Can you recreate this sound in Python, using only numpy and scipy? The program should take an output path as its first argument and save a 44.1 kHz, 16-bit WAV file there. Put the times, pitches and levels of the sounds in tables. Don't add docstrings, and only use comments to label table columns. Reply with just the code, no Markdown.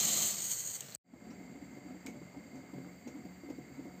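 import sys
import numpy as np
from scipy import signal
from scipy.fft import rfft, irfft
from scipy.io import wavfile

SR = 44100
rng = np.random.default_rng(int(sys.argv[2]) if len(sys.argv) > 2 else 0)


def log_audio(samples):
    frames = np.atleast_2d(samples).T
    limited = np.clip(frames, -1, 1)
    pcm = np.round(limited * 32767).astype(np.int16)
    wavfile.write(sys.argv[1], SR, pcm)


N = 176400
TIME = np.arange(N) / SR


def amp(db):
    return 10 ** (np.asarray(db) / 20)


def unit(x):
    return x / np.sqrt(np.mean(x ** 2) + 1e-20)


def level(points):
    return amp(np.interp(TIME, *np.transpose(points)))


def add(mix, start_s, sound):
    part = mix[max(round(start_s * SR), 0):][:len(sound)]
    part += sound[:len(part)]


def ring(x, response):
    return signal.fftconvolve(x, response / np.linalg.norm(response))[:len(x)]


def colour(points, size=4096):
    hz, db = np.transpose(points)
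    bins_hz = abs(np.fft.fftfreq(size, 1 / SR)) + 1
    log_gain = np.log(amp(np.interp(np.log(bins_hz), np.log(hz), db)))
    spectrum = np.exp(signal.hilbert(log_gain).conj())
    return np.fft.ifft(spectrum).real[:size // 2]


def modes(table):
    t = TIME[:SR // 2]
    return sum(amp(db - 60 * t / t60) / np.sqrt(t60) * np.sin(2 * np.pi * (hz * t + rng.random()))
               for hz, db, t60 in table)


def resonate(x, hz, width_hz):
    carrier = np.exp(2j * np.pi * np.cumsum(hz) / SR)
    pole = np.exp(-np.pi * width_hz / SR)
    baseband = signal.lfilter([np.sqrt(2 * (1 - pole * pole))], [1, -pole], x / carrier + 1e-18)
    return (carrier * baseband).real


def clicks(per_s, spread_db):
    chance = np.clip(per_s / SR, 1e-5, 1)
    size = unit(amp(spread_db * np.minimum(rng.exponential(1, N), 4)))
    return size * rng.choice([-1, 1], N) * (rng.random(N) < chance) / np.sqrt(chance)


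def waver(x, depth_db, per_s):
    knots = rng.standard_normal(N // 10)
    return x * amp(depth_db * np.interp(TIME * per_s, np.arange(len(knots)), knots))


def burst(decay_s):
    t = TIME[:SR // 5]
    return rng.standard_normal(len(t)) * np.exp(-t / decay_s)


def ping(hz, decay_s):
    t = TIME[:SR // 5]
    return (1 - np.exp(-t * hz)) * np.exp(-t / decay_s) * np.sin(2 * np.pi * hz * t)


def room(x, wet_db, t60_s=0.35):
    t = TIME[:SR // 2]
    tail = rng.standard_normal(len(t)) * amp(-60 * t / t60_s) * (t > .003)
    return x + amp(wet_db) * ring(x, tail)


def pings(table, decay_s, wet_db):
    out = np.zeros(N)
    for s, db, hz in table:
        add(out, s, amp(db) * ping(hz, decay_s))
    return room(out, wet_db)


# f/Hz, level/dB
AIR_SPECTRUM = [(40, -27.5), (135, 0.5), (330, -11), (540, -8), (1000, -17.5), (2000, -13.5), (2700, -18),
                (5300, -22), (6700, -10), (8300, -11.5), (12000, -27.5), (15000, -17)]
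def air():
    return amp(-51.5) * ring(clicks(per_s=7300, spread_db=3.5), colour(AIR_SPECTRUM))


# f/Hz, level/dB
HISS_SPECTRUM = [(40, -30), (75, 15), (300, 5.5), (700, 7), (1200, -6.5), (1550, 0.5), (2300, -1.5),
                 (2900, -8), (3600, -11.5), (4500, -9), (5200, -16.5), (6050, -14.5), (6500, -4.5),
                 (7500, -4), (7750, -14.5), (8400, -9.5), (10500, -10.5), (11800, -22.5), (13200, -17.5),
                 (15400, -14.5)]
# f/Hz, level/dB, t60/s
HISS_MODES = [(2090, 0, 0.034), (2210, -4, 0.032), (4653, -8, 0.029), (7490, -7, 0.02)]
def hiss(whistle_start_s=2.62, whistle_hz=14530):
    jet = waver(rng.standard_normal(N), depth_db=.6, per_s=33)
    onset = np.clip((TIME - whistle_start_s) / .1, 0, 1)
    whistle = onset * resonate(rng.standard_normal(N), np.full(N, whistle_hz), width_hz=200)
    singing = ring(rng.standard_normal(N), modes(HISS_MODES))
    return amp(-60.5) * ring(jet, colour(HISS_SPECTRUM)) + amp(-64.5) * singing + amp(-81.5) * whistle


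def small_bubbles(sizes=24, per_s=210, low_hz=331, high_hz=1930, db_per_octave=-2):
    out = np.zeros(N)
    for hz in np.geomspace(low_hz, high_hz, sizes):
        pops = ring(clicks(per_s / sizes, spread_db=1.5), ping(hz, decay_s=0.8 / hz))
        out += amp(db_per_octave * np.log2(hz / low_hz)) * pops
    return room(amp(-70.5) * unit(out), wet_db=2.5)


# f/Hz, level/dB, t60/s
HOLLOW_MODES = [(68, -9.5, 0.28), (138.3, -1, 0.28), (180.4, 2.5, 0.51), (221.8, 1.5, 0.34),
                (257.3, 4, 0.12), (287.6, -1.5, 0.69), (338, -3, 0.3), (488.6, -5.5, 0.15),
                (587, -7.5, 0.22), (727.5, -6.5, 0.25)]
def hollow(pushes):
    return ring(pushes, modes(HOLLOW_MODES))


# t/s, level/dB
CHURN_LEVEL = [(1.1, -55.5), (2.2, -60.5), (2.3, -62.5), (2.76, -54), (3.04, -63.5), (3.2, -57),
               (3.42, -64.5), (3.87, -55.5), (4, -56.5)]
def churn():
    pushes = level(CHURN_LEVEL) * clicks(per_s=130, spread_db=2)
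    plops = ring(pushes, ping(hz=375, decay_s=0.0019))
    return amp(4.5) * hollow(pushes) + amp(-4) * plops


# t/s, level/dB, f/Hz
SURFACE_POPS = [(2.224, -43, 1330), (2.346, -30.5, 740), (2.696, -38.5, 935), (2.846, -39, 1340)]
def plips():
    return pings(SURFACE_POPS, decay_s=0.00093, wet_db=0.5)


# t/s, level/dB, decay/s, squeak f/Hz
SPIT_EVENTS = [(1.304, -61, 0.018, 5800), (2.063, -43, .002, 7900), (2.0677, -45.5, 0.0028, 2280),
               (2.072, -46, 0.0014, 6400), (2.076, -55, 0.032, 6420), (2.555, -68, 0.036, 6340),
               (3.075, -57, .02, 6800), (3.5, -59.5, .009, 6800)]
# f/Hz, level/dB
SPIT_SPECTRUM = [(500, -2), (1700, -3), (2400, 4), (3200, -7), (4600, -5), (8400, -2.5), (12200, -12.5),
                 (13200, -17), (15000, -15)]
# f/Hz, level/dB, t60/s
SPIT_MODES = [(2200, -9, 0.27), (2220, 0, .1)]
def spits(squeak_t60_s=0.006):
    out = np.zeros(N)
    for s, db, decay_s, hz in SPIT_EVENTS:
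        puff = amp(db) * burst(decay_s)
        sizzle = ring(puff, colour(SPIT_SPECTRUM))
        squeak = ring(puff, modes([(hz, 0, squeak_t60_s)]))
        pot = ring(puff, modes(SPIT_MODES))
        add(out, s, sizzle + amp(-2) * squeak + amp(-10) * pot)
    return out


# crest t/s, level/dB, f/Hz, rise/s, fall/s
LARGE_BUBBLES = [(1.139, -42, 256, .007, 0.014), (1.314, -39.5, 264.5, 0.0089, 0.0064),
                 (1.411, -41.5, 288.5, 0.0058, .005), (1.516, -46, 267.3, 0.0025, 0.0076),
                 (1.556, -41.5, 259.7, 0.008, .017), (1.626, -41, 261.7, 0.0048, 0.0036),
                 (1.774, -39, 288.2, 0.005, 0.0032), (1.86, -42, 294, 0.014, .012),
                 (1.909, -39, 252.4, 0.0072, 0.0083), (1.946, -42, 293.2, 0.0033, 0.024),
                 (2.057, -37.5, 266, .003, 0.0065), (2.086, -34.5, 263.4, 0.0034, 0.0049),
                 (2.147, -38.5, 264.5, .003, 0.0055), (2.174, -41.5, 235, 0.0029, 0.0034),
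                 (2.218, -38.5, 316.4, 0.0011, 0.0034), (2.375, -37, 279, 0.0065, 0.0091),
                 (2.549, -39, 256, 0.0045, 0.019), (2.579, -42.5, 255, 0.01, 0.016),
                 (2.634, -42, 281.5, 0.0035, 0.0067), (2.738, -34.5, 283, 0.0052, 0.008),
                 (2.785, -38.5, 276.2, 0.009, 0.0043), (2.864, -39, 286.2, 0.005, 0.0066),
                 (3.074, -32.5, 275.6, 0.011, 0.0033), (3.158, -37, 280.3, 0.015, 0.015),
                 (3.255, -36, 279.6, 0.0056, 0.0025), (3.438, -39.5, 294, 0.004, 0.0056),
                 (3.488, -39.5, 302.2, 0.026, 0.0022), (3.506, -33.5, 283, 0.0078, 0.007),
                 (3.586, -35.5, 272.3, 0.0071, 0.012), (3.795, -36, 286.2, 0.017, 0.0063),
                 (3.856, -37, 269.5, 0.0018, 0.0027)]
# f/Hz, level/dB
SLOP_SPECTRUM = [(100, -23.5), (330, 17), (420, 1.5), (520, 7), (730, -1), (1000, 0), (1400, -34.5),
                 (3000, -23.5), (8000, -33)]
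def blups(glide=0.0927, lead_s=0.003, pop_ratio=1.746, slop_decay_s=0.015):
    tones, burst_level = np.zeros(N), np.zeros(N)
    t = TIME[:SR // 5] - .1
    for s, db, hz, rise_s, fall_s in LARGE_BUBBLES:
        cycles = np.cumsum(hz * (1 + glide * np.tanh(t / fall_s))) / SR
        slope_s = np.where(t < 0, rise_s, fall_s)
        swell = 1 / np.cosh(np.clip(np.pi / 2 * t / slope_s, -20, 20))
        add(tones, s + t[0], amp(db - 2.5) * swell * np.sin(2 * np.pi * (cycles + rng.random())))
        add(tones, s - lead_s, amp(db - 3) * ping(pop_ratio * hz, decay_s=0.0024))
        add(burst_level, s - lead_s, amp(db) * np.exp(-TIME[:SR // 10] / slop_decay_s))
    slop = ring(burst_level * clicks(per_s=2800, spread_db=2.5), colour(SLOP_SPECTRUM))
    rumble = hollow(burst_level * clicks(per_s=1300, spread_db=1.5))
    return tones + amp(-13.5) * slop + amp(-8) * rumble


# t/s, level/dB, f/Hz
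STRAY_HITS = [(.823, -40, 2830), (.8855, -41, 4300), (.9225, -36.5, 4200), (.9493, -37, 4520)]
def stray_grains():
    return pings(STRAY_HITS, decay_s=.0013, wet_db=-2)


# f/Hz, level/dB
GRAIN_SPECTRUM = [(200, -29), (1000, -25), (2600, -28.5), (3100, -12.5), (3550, -23.5), (4400, -10),
                  (5200, -26), (5900, -12), (6250, 1), (7450, -1), (7900, -5.5), (8350, -4.5), (11800, -15),
                  (15400, -14)]
def grain_strikes(hits):
    return ring(hits, colour(GRAIN_SPECTRUM))


# t/s, level/dB, f/Hz
GRAIN_TICKS = [(.0225, -23, 7000), (.0542, -20, 7200), (.3842, -28, 7000), (.403, -29, 7400),
               (.5265, -25, 6800), (.6048, -29, 6700), (.6915, -32, 6800), (.7490, -31, 6700),
               (.8068, -25, 6850), (.809, -29, 7400), (.9493, -27.5, 8050)]
def single_grains():
    out = np.zeros(N)
    for s, db, hz in GRAIN_TICKS:
        tick = grain_strikes(burst(decay_s=.0012))
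        add(out, s, amp(db - 2.5) * (tick + ping(hz, decay_s=0.0013)))
    return room(out, wet_db=-14.5)


# t/s, level/dB
HEAP_LEVEL = [(0, -39), (.22, -41), (.33, -47), (.48, -53), (.6, -69.5), (.8, -60.5)]
# f/Hz, level/dB
HEAP_SPECTRUM = [(40, -27), (120, -3), (210, 7.5), (380, -5.5), (700, 0.5), (1000, -11), (1230, -4.5),
                 (1650, -21.5), (2000, -5.5), (2600, -5.5), (3850, -1), (5700, -3.5), (9000, -6.5),
                 (15000, -21)]
def heap():
    hits = level(HEAP_LEVEL) * clicks(per_s=3500, spread_db=2.5)
    return amp(-0.5) * ring(hits, colour(HEAP_SPECTRUM))


# rush f/Hz, thin stream f/Hz, width/Hz, rush level/dB, thin stream level/dB
WALL_MODES = [(1980, 2040, 74, -11.5, -10.5), (3210, 3200, 210, -8.5, -15), (4184, 4600, 220, 3, -5.5),
              (6630, 5900, 250, 3.5, -10), (7080, 8300, 220, 0.5, 0.5), (7260, 6800, 120, -1, 8),
              (8170, 8300, 100, -3, 1.5)]
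def pot_wall(hits, shift_s=(.22, .4)):
    thin = np.interp(TIME, shift_s, [0, 1])
    return sum(amp(db0 + (db1 - db0) * thin) * resonate(hits, hz0 + (hz1 - hz0) * thin, width_hz)
               for hz0, hz1, width_hz, db0, db1 in WALL_MODES)


# t/s, level/dB
RICE_FLOW = [(0, -30.5), (.04, -31), (.245, -32.5), (.34, -40.5), (.44, -38), (.51, -35), (.59, -40.5),
             (.765, -44), (.78, -67.5)]
def rice(peak_grains_per_s=4800, cutoff_s=.02):
    last_s = RICE_FLOW[-1][0]
    flow = level(RICE_FLOW) * np.clip((last_s - TIME) / cutoff_s + 1, 0, 1)
    grains = clicks(peak_grains_per_s * flow / flow.max(), spread_db=2)
    hits = amp(-2) * flow * waver(grains, depth_db=2, per_s=62)
    stream = grain_strikes(hits) + amp(-16.5) * pot_wall(hits)
    return room(stream + heap(), wet_db=-6)


def scene(pour_end_s=0.96, simmer_start_s=1.039, fade_in_s=0.25):
    gate = np.clip((pour_end_s - TIME) / 0.001, 0, 1)
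    pour = gate * (rice() + single_grains() + stray_grains() + air())
    fade = np.clip((TIME - simmer_start_s) / fade_in_s, 0, 1)
    bursts = room(blups() + spits(), wet_db=-15.5) + plips()
    simmer = bursts + fade * (churn() + small_bubbles() + hiss())
    return np.array([pour + simmer] * 2)


# f/Hz, level/dB
TREBLE_NOTCH = [(8450, -0.5), (8650, -14.5), (10000, -20), (11450, -18), (11680, 1)]
def record(dry, low_cut_hz=60, band_limit_hz=15480):
    highpass = signal.butter(4, low_cut_hz, "high", fs=SR, output="sos")
    thinned = signal.sosfilt(highpass, dry)
    hz = np.fft.rfftfreq(2 * N, 1 / SR)
    notch = amp(np.interp(hz, *np.transpose(sorted(TREBLE_NOTCH))))
    notched = irfft(rfft(thinned, 2 * N) * notch)[:, :N]
    lowpass = signal.firwin(801, band_limit_hz, window=("kaiser", 9), fs=SR)
    return signal.oaconvolve(notched, lowpass[None], "same")


dry = scene()
out = record(dry)
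log_audio(out)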